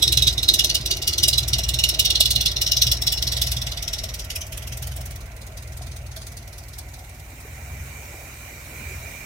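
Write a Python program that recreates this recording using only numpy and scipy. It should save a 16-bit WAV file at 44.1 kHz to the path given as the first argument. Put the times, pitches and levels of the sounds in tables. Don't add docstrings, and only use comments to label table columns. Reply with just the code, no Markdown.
import sys
import numpy as np
from scipy import signal
from scipy.fft import rfft, irfft, next_fast_len
from scipy.io import wavfile
from scipy.ndimage import uniform_filter1d, map_coordinates

SR = 44100
rng = np.random.default_rng(int(sys.argv[2]) if len(sys.argv) > 2 else 0)


def amp(db):
    return 10 ** (np.asarray(db, float) / 20)


def write(x):
    x = np.atleast_2d(x).T
    wavfile.write(sys.argv[1], SR, np.round(np.clip(x, -1, 1) * 32767).astype(np.int16))


N = 407925
FIRING_PERIOD_S = 0.051

# (time [s], firing rate [1/s])
IDLE_RATE = [
    (7.0, 16),
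    (7.39, 19),
    (7.68, 22),
    (8.52, 20.3),
    (8.94, 21.0),
    (9.25, 16.6),
]
# (frequency [Hz], width [Hz], front over rear manifold [dB], lag [s])
PIPE_MODES = [(46, 24, -16, .030), (61, 22, 8, .001), (76, 28, 8, .039), (99, 20, 6, .01),
              (120, 28, -8, .02)]
# (rest level [dB], share of surge, share of stumble,
# loss with distance [dB/m], surge share gained with distance [1/m])
MODE_RESPONSE = [(-32, -0.75, 0.52, 5, 0.14), (-40, 1.02, 1.8, 4, -0.085), (-40, 0.2, -0.75, 3, 0.33),
                 (-41, -0.055, 0.2, 3, -0.0018), (-41.5, 0.7, 1.4, 4, 0.13)]
# (time [s], place [0 pipe in view, 1 beside bed, 2 behind door], sheen over 13 kHz [dB],
# distance walked [m], air over 8 kHz [dB])
WALK = [
    (0, 0.053, 0, 0.5, -18),
    (2.2, 0.0088, 1.5, 0, -18.5),
    (2.7, 0.066, 8.5, 0.27, -22),
    (3.3, 0.056, 7, 0.06, -21.5),
    (3.702, 0.19, 5, 0.36, -22.5),
    (4.2, 0.69, 1, 0.87, -13.5),
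    (5.1, 1.82, 5, 1.14, -10),
    (5.4, 2.12, 2, 1.48, -17.5),
    (9.25, 1.8, -1, 3.5, -1),
]
# (time [s], openness [0-1])
HOOD_VIEW = [(6.5, 0), (7.2, 0.1), (7.56, 0.48), (8.0, 0.7), (8.6, 0.69), (8.85, 1), (9.25, 0.93)]
# (frequency [Hz], density [dB/Hz])
JET_IN_VIEW = [(880, -57), (1500, -38), (2460, -28), (2840, -1), (3130, -15.5), (3370, -0.5), (4190, -0.5),
               (5490, 2.5), (6820, -8.5), (9000, -13.5), (11700, -22), (19800, -120)]
# (frequency [Hz], density [dB/Hz])
JET_BESIDE_BED = [(1000, -19), (1700, -15.5), (1960, -5), (2390, -10), (2960, -0.5), (4410, -10.5),
                  (5690, 4.5), (7540, -11.5), (9650, -9), (10500, -16), (11700, -1.5), (13000, -48)]
# (frequency [Hz], density [dB/Hz])
JET_BEHIND_DOOR = [(1000, -14), (1700, -5), (2340, -14), (2550, -22), (3710, -1), (6620, -1.5), (7510, -14),
                   (9000, -2.5), (11700, -13), (19800, -120)]
# (frequency [Hz], density [dB/Hz])
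JET_AIR = [(4410, -31), (7500, -2), (8350, 6), (8690, -9), (9320, 5), (10700, -10), (11700, -1),
           (14400, -3), (15600, -4.5)]
# (frequency [Hz], density [dB/Hz])
BLOCK_AT_BED = [(88, -5), (150, -0.5), (189, -9.5), (237, -7), (270, -19.5), (330, -17.5), (512, -14.5),
                (651, -4.5), (950, -19.5), (1240, -51), (2090, -120)]
# (frequency [Hz], density [dB/Hz])
BLOCK_AT_HOOD = [(88, -11), (150, 5), (189, -9.5), (248, -3), (382, -23), (512, -14.5), (575, -6),
                 (759, -4.5), (886, -11.5), (950, -11), (1240, -48), (2090, -120)]
# (frequency [Hz], density [dB/Hz])
VALVE_GEAR = [(500, -1.5), (850, -8.5), (1010, -1.5), (1220, -5), (1390, 0), (1710, -6.5), (1960, 0),
              (2800, -6), (3640, -19), (6160, -120)]
# (frequency [Hz], density [dB/Hz])
FAN = [(880, -47), (1500, -15.5), (2130, -9), (2350, -4), (2570, -30), (3350, -24), (3800, -12),
       (4910, -16.5), (6210, -10), (8670, -11.5), (9460, -16), (12200, -15.5), (14000, -10.5), (15600, -15)]
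# (frequency [Hz], density [dB/Hz])
MUFFLER = [(200, -27), (300, -8.5), (345, -2.5), (400, -6.5), (550, -26), (900, -120)]
# (frequency [Hz], left-right likeness [0-1])
DIFFUSE = [(60, 1), (290, 0.98), (640, 1), (1400, 0.26), (16000, 0.051)]
# (frequency [Hz], lead of the left port [rad])
TAILPIPE_LEAD = [(0, -17), (950, 1.1), (2670, -5.5), (3010, -3), (3530, -8.5), (3880, -8), (4310, -14.5),
                 (5250, -13.5), (6030, -12.5), (6720, -14), (7670, -11), (10500, -7), (14300, -3),
                 (16200, -19)]
# (frequency [Hz], left over right [dB])
PORT_COLOUR = [(100, 0.14), (700, 0.8), (1300, -1.5), (1900, -10), (2600, -12), (3300, -11), (4400, -2.5),
               (6000, 7), (8100, -.5), (11000, -4.5), (15000, -2.5)]
# (frequency [Hz], width [Hz], level [dB])
CHASSIS_MODES = [(2340, 40, -7), (2910, 60, 17), (3360, 53, -14), (3760, 130, 0), (3960, 310, 4),
                 (4190, 69, -10), (5560, 340, -20)]
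# (time [s], peak level [dB], frequency [Hz], decay time t60 [s])
KNOCKS = [(0.029, -34, 646, 0.067), (0.643, -33, 624, 0.09), (1.26, -34.5, 343, 0.12),
          (1.278, -30, 640, 0.081), (1.589, -25.5, 664, 0.044), (2.202, -29.5, 635, 0.076),
          (4.035, -32, 640, 0.066), (5.809, -34.5, 723, 0.041), (5.872, -39, 238, 0.043),
          (6.167, -39, 648, 0.15), (6.977, -42, 753, 0.073), (7.328, -42, 303, 0.061),
          (7.448, -35, 435, 0.05), (7.788, -43, 202, 0.065), (8.142, -31.5, 347, 0.033),
          (8.808, -39, 233, 0.12), (8.909, -37, 390, 0.059)]
# (time [s], peak level [dB])
FULL_CHARGES = [(.0263, -4), (.1246, -6), (.174, -4), (.2733, -3), (.4863, -5), (.5923, -3.5), (.7487, -7),
                (.911, -6.5), (1.0767, -8), (1.2332, -3), (1.5335, -6.5), (1.8385, -3), (1.995, -4.5),
                (2.0527, -6.5), (2.2062, -3.5), (2.46, -6.5), (2.8197, -5.5), (2.9178, -6.5), (3.0704, -7),
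                (3.4184, -8), (3.9334, -17), (4.3034, -19), (4.5252, -24), (4.8244, -24), (5.109, -30.5),
                (5.574, -30), (6.1653, -27.5), (6.3715, -31.5), (6.786, -30.5), (7.4053, -44.5)]
# (time [s], peak level [dB])
LEAN_CHARGES = [(0.0778, -9.5), (.3277, -18.5), (0.4306, -12), (0.81, -20), (0.969, -21), (1.1313, -13.5),
                (1.4303, -17.5), (1.637, -12.5), (1.741, -9.5), (1.942, -13), (2.515, -19), (2.97, -21.5),
                (3.1762, -15), (3.6174, -18), (3.7186, -20), (4.0893, -24.5), (4.2455, -29.5),
                (4.4673, -33), (4.773, -29.5), (5.058, -30), (5.259, -40), (5.314, -41.5), (5.519, -41),
                (5.6753, -35), (5.9646, -34), (6.0157, -43), (6.32, -35.5), (6.425, -40), (6.634, -39.5),
                (6.835, -48)]
# (time [s], half length [s], level [dB])
SURGES = [(0.215, .25, 16.5), (0.833, 0.06, 8.5), (1.114, 0.091, -7.5), (1.57, 0.47, 11.5),
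          (2.38, 0.17, 7.5), (2.896, 0.15, 13), (3.468, 0.26, 10.5), (4.127, 0.034, 8), (4.4, 0.058, -13.5),
          (4.9, 0.23, 8), (5.926, 0.38, 6.5), (6.896, 0.14, 4.5), (7.778, 0.22, 9), (8.95, 0.17, 9.5)]


def unit(x):
    return x / np.sqrt(np.mean(x ** 2) + 1e-20)


def along(points, hz):
    f, v = np.transpose(points)
    return np.interp(np.log(hz + 1), np.log(f + 1), v)


def curves(rows):
    s, *columns = np.transpose(rows)
    return [np.interp(np.arange(N) / SR, s, column) for column in columns]


def filtered(x, response):
    m = next_fast_len(N + SR // 2)
    return irfft(rfft(x, m) * response(np.fft.rfftfreq(m, 1 / SR)), m)[..., :N]


def wobble(rate):
    knots = rng.standard_normal(int(N * rate / SR) + 4)
    return map_coordinates(knots, [np.arange(N) * rate / SR])


def mottle(shape, wide, long):
    field = uniform_filter1d(rng.standard_normal(shape), size=wide, axis=0)
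    return unit(uniform_filter1d(field, size=long, axis=1))


def side_lead(hz):
    return -2 * np.pi * 0.00018 * hz


def split_phase(x, lead):
    return filtered(x, lambda hz: np.exp(.5j * np.outer([1, -1], lead(hz))))


def turbulence(spectrum, alike, patchy_db, drift_db=0, lead=side_lead):
    z = signal.stft(rng.standard_normal((2, N)), nperseg=512)[2]
    patches_db = patchy_db * mottle(z.shape[1:], wide=3, long=7)
    drifts_db = drift_db * mottle(z.shape[1:], wide=6, long=120)
    pair = signal.istft(z * amp(patches_db + drifts_db), nperseg=512)[1][:, :N]

    def mid_side(hz):
        angle = np.arccos(np.clip(along(alike, hz), -1, 1)) / 2
        return amp(along(spectrum, hz)) * [np.cos(angle), np.sin(angle)]

    mid, side = filtered(pair, mid_side)
    return unit(split_phase(np.array([mid + side, mid - side]), lead))


def hunting():
    t = np.arange(0, N, 64) / SR
    swells = np.array([db * np.exp(-((t - s) / half) ** 2) for s, half, db in SURGES])
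    parts = swells.clip(0), swells.clip(None, 0)
    return [np.interp(np.arange(N) / SR, t, part.sum(0)) for part in parts]


def engine_bay():
    view, = curves(HOOD_VIEW)
    surge_db = hunting()[0]
    hiss_db = -55.5 + 12.8 * np.sqrt(np.abs(view))
    whistle_db = -62 + 23 * view + view * (0.13 * surge_db + 1 * wobble(9))
    flutter = filtered(rng.standard_normal((2, N)), lambda f: 1 / (1 + (f / 85) ** 2))
    phase = 2 * np.pi * np.cumsum(2370 + 12 * wobble(3)) / SR
    whistle = unit(flutter[0] * np.cos(phase) + flutter[1] * np.sin(phase))
    hiss = turbulence(FAN, DIFFUSE, patchy_db=2.1, drift_db=0.2, lead=lambda hz: 0 * hz)
    return amp(hiss_db + 1.5) * hiss + amp(whistle_db - 6.0) * whistle


def engine_block():
    place, _, walked, _ = curves(WALK)
    view, = curves(HOOD_VIEW)
    t = np.arange(N) / SR
    rumble_db = -45 - 3.84 * walked + 6.7 * view
    gear_db = -51.5 - 3.33 * walked + 10.7 * view
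    hum_db = np.maximum(-41.5 - 3.5 * t - 25 * place, -63)
    ahead = np.clip((t - 5.6) / 1.15, 0, 1)
    rumble = np.sqrt(1 - ahead) * turbulence(BLOCK_AT_BED, DIFFUSE, patchy_db=2.5)
    rumble = rumble + np.sqrt(ahead) * turbulence(BLOCK_AT_HOOD, DIFFUSE, patchy_db=2.5)
    hum = turbulence(MUFFLER, DIFFUSE, patchy_db=2.5)
    gear = turbulence(VALVE_GEAR, DIFFUSE, patchy_db=2.0)
    return amp(rumble_db + 3) * rumble + amp(hum_db - 1.5) * hum + amp(gear_db + 7) * gear


def pops_and_footfalls():
    sound, t = np.zeros(N + SR), np.arange(SR // 5) / SR
    for s, db, hz, t60 in KNOCKS:
        onset = 1 - np.exp(-t / 0.0023)
        ring = amp(db + 3.0 - 60 * t / t60) * onset * np.sin(2 * np.pi * hz * t)
        scuff = np.convolve(rng.standard_normal(len(t)), np.hanning(60) / 5, 'same')
        sound[round(s * SR):][:len(t)] += ring + amp(db - 7 - 60 * t / 0.019) * scuff
    return sound[:N]


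def charges():
    s, db = np.transpose(sorted(FULL_CHARGES + LEAN_CHARGES))
    turns = np.cumsum(np.round(np.diff(s, prepend=s[0]) / FIRING_PERIOD_S)).astype(int)
    count = np.arange(turns[-1] + 1)
    times = np.interp(count, turns, s)
    usual_db = np.interp(times, *np.transpose(FULL_CHARGES)) - 3
    lack_db = np.zeros(len(count))
    lack_db[turns] = np.minimum(db - usual_db[turns], 0)
    chance = rng.standard_normal((len(count), 2))
    front = (-1.) ** count / 2
    carried_db = 0.39 * np.roll(lack_db, 1)
    peak_db = usual_db - 0.34 * front + 0.8 * chance[:, 0] + carried_db
    peak_db[turns] = db
    air_db = np.interp(times, *np.transpose(WALK)[[0, 4]])
    return times, peak_db, air_db + 6.5 * front + 2 * chance[:, 1]


def firings(early):
    count = np.cumsum(curves(IDLE_RATE)[0]) / SR
    turns = count[round(early[-1] * SR)] + np.arange(1, 60)
    steady = np.interp(turns, count, np.arange(N) / SR, right=np.inf)
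    before = early[0] - FIRING_PERIOD_S * np.array([3, 2, 1])
    return np.concatenate([before, early, steady[steady < N / SR]])


def exhaust_pipe(early):
    times = firings(early)
    surge_db, stumble_db = hunting()
    walked = curves(WALK)[2]
    times[1:-1] = (times[:-2] + 2 * times[1:-1] + times[2:]) / 4
    front = (-1.) ** np.arange(1, len(times) + 1) / 2
    span = next_fast_len(N + SR // 2)
    sound = np.zeros(N)
    for (hz, width, lean_db, lag), (rest_db, share, trip, loss, gain) in zip(PIPE_MODES, MODE_RESPONSE):
        level_db = rest_db - loss * walked + (share + gain * walked) * surge_db + trip * stumble_db
        at = np.round((times - .030 + lag) * SR).astype(int)
        size_db = lean_db * front + 1.5 * rng.standard_normal(len(times))
        blows = np.bincount(at % span, amp(size_db), span)
        mode = lambda f: (1j * f * width / (hz * hz - f * f + 1j * f * width)) ** 2
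        sound += amp(level_db) * unit(filtered(blows, mode))
    boom = filtered(sound, lambda f: (1j * f / (30 + 1j * f)) ** 6 / (1 + 1j * f / 160) ** 2) * amp(6)
    return split_phase(boom, side_lead)


def puff_envelope(times, peaks_db, rise, fall, linger, linger_db):
    t = np.arange(-SR // 50, SR // 6) / SR
    after = amp(-60 * t / fall) ** 2 + amp(linger_db - 60 * t / linger) ** 2
    shape = 1 / (1 / after + amp(-60 * t / rise) ** 2)
    times = np.append(times, times[0] - FIRING_PERIOD_S)
    peaks_db = np.append(peaks_db, peaks_db[1])
    starts = np.zeros(N + SR // 10)
    starts[np.round((times + .001) * SR).astype(int) + SR // 10] = amp(peaks_db) ** 2
    power = signal.fftconvolve(starts, shape / shape.max())[SR // 50 + SR // 10:][:N]
    return np.sqrt(np.abs(power))


def underbody(x, t60):
    t = np.arange(SR // 6) / SR
    paths = rng.standard_normal((2, len(t))) + 0.84 * rng.standard_normal(len(t))
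    paths = paths * amp(-60 * t / t60) * np.clip(t / 0.006, 0, 1)
    return signal.fftconvolve(x, paths / np.linalg.norm(paths[0]), axes=1)[:, :N]


def chassis_resonance(f):
    return 1 + 0.85 * sum(amp(db / 2) / (1 + (2 * (f - c) / w) ** 2) for c, w, db in CHASSIS_MODES)


def tailpipe_jets(times, peak_db, air_db):
    place, sheen_db, *_ = curves(WALK)
    in_view, at_bed, at_door = [np.sqrt(np.clip(1 - abs(place - k), 0, 1)) for k in range(3)]
    lead = lambda hz: along(TAILPIPE_LEAD, hz)
    seen = turbulence(JET_IN_VIEW, [(2000, 1.0), (8000, 0.51)], patchy_db=3.5, drift_db=3.0, lead=lead)
    seen = unit(filtered(seen, chassis_resonance))
    beside = turbulence(JET_BESIDE_BED, [(2000, 0.29)], patchy_db=3.5, drift_db=1.5, lead=lead)
    hidden = turbulence(JET_BEHIND_DOOR, [(2000, 0.24)], patchy_db=2.5, drift_db=1.0, lead=lead)
    air = turbulence(JET_AIR, [(8000, 0.55)], patchy_db=2.5, drift_db=.8, lead=lead)
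    sheen = filtered(air, lambda f: 1 / (1 + (12800 / (f + 1)) ** 16))
    air = air + (amp(sheen_db) - 1) * sheen

    direct = puff_envelope(times, peak_db - 8.5, rise=0.021, fall=0.066, linger=0.15, linger_db=-8)
    echoed = amp(-8.5) * puff_envelope(times, peak_db, rise=0.024, fall=0.08, linger=0.18, linger_db=-8)
    brief = puff_envelope(times, peak_db + air_db + 4.5, rise=0.016, fall=0.046, linger=0.13, linger_db=-12.0)
    jet = direct * in_view * seen + echoed * (at_bed * beside + at_door * hidden)
    jet = jet * amp(1.16 * wobble(300) + 2.17 * wobble(1400))
    return jet + amp(-9) * underbody(jet, t60=.13) + brief * air


def scene():
    times, peak_db, air_db = charges()
    background = engine_bay() + engine_block() + pops_and_footfalls()
    return background + exhaust_pipe(times) + tailpipe_jets(times, peak_db, air_db)


def roll_off(x):
    return signal.sosfilt(signal.butter(12, 16650, fs=SR, output="sos"), x)


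def record(dry):
    colour = lambda hz: amp(np.outer([.5, -.5], along(PORT_COLOUR, hz))) * (hz < 15900)
    ports = np.clip(filtered(dry, colour), -1, 1)
    return roll_off(ports)


dry = scene()
out = record(dry)
write(out)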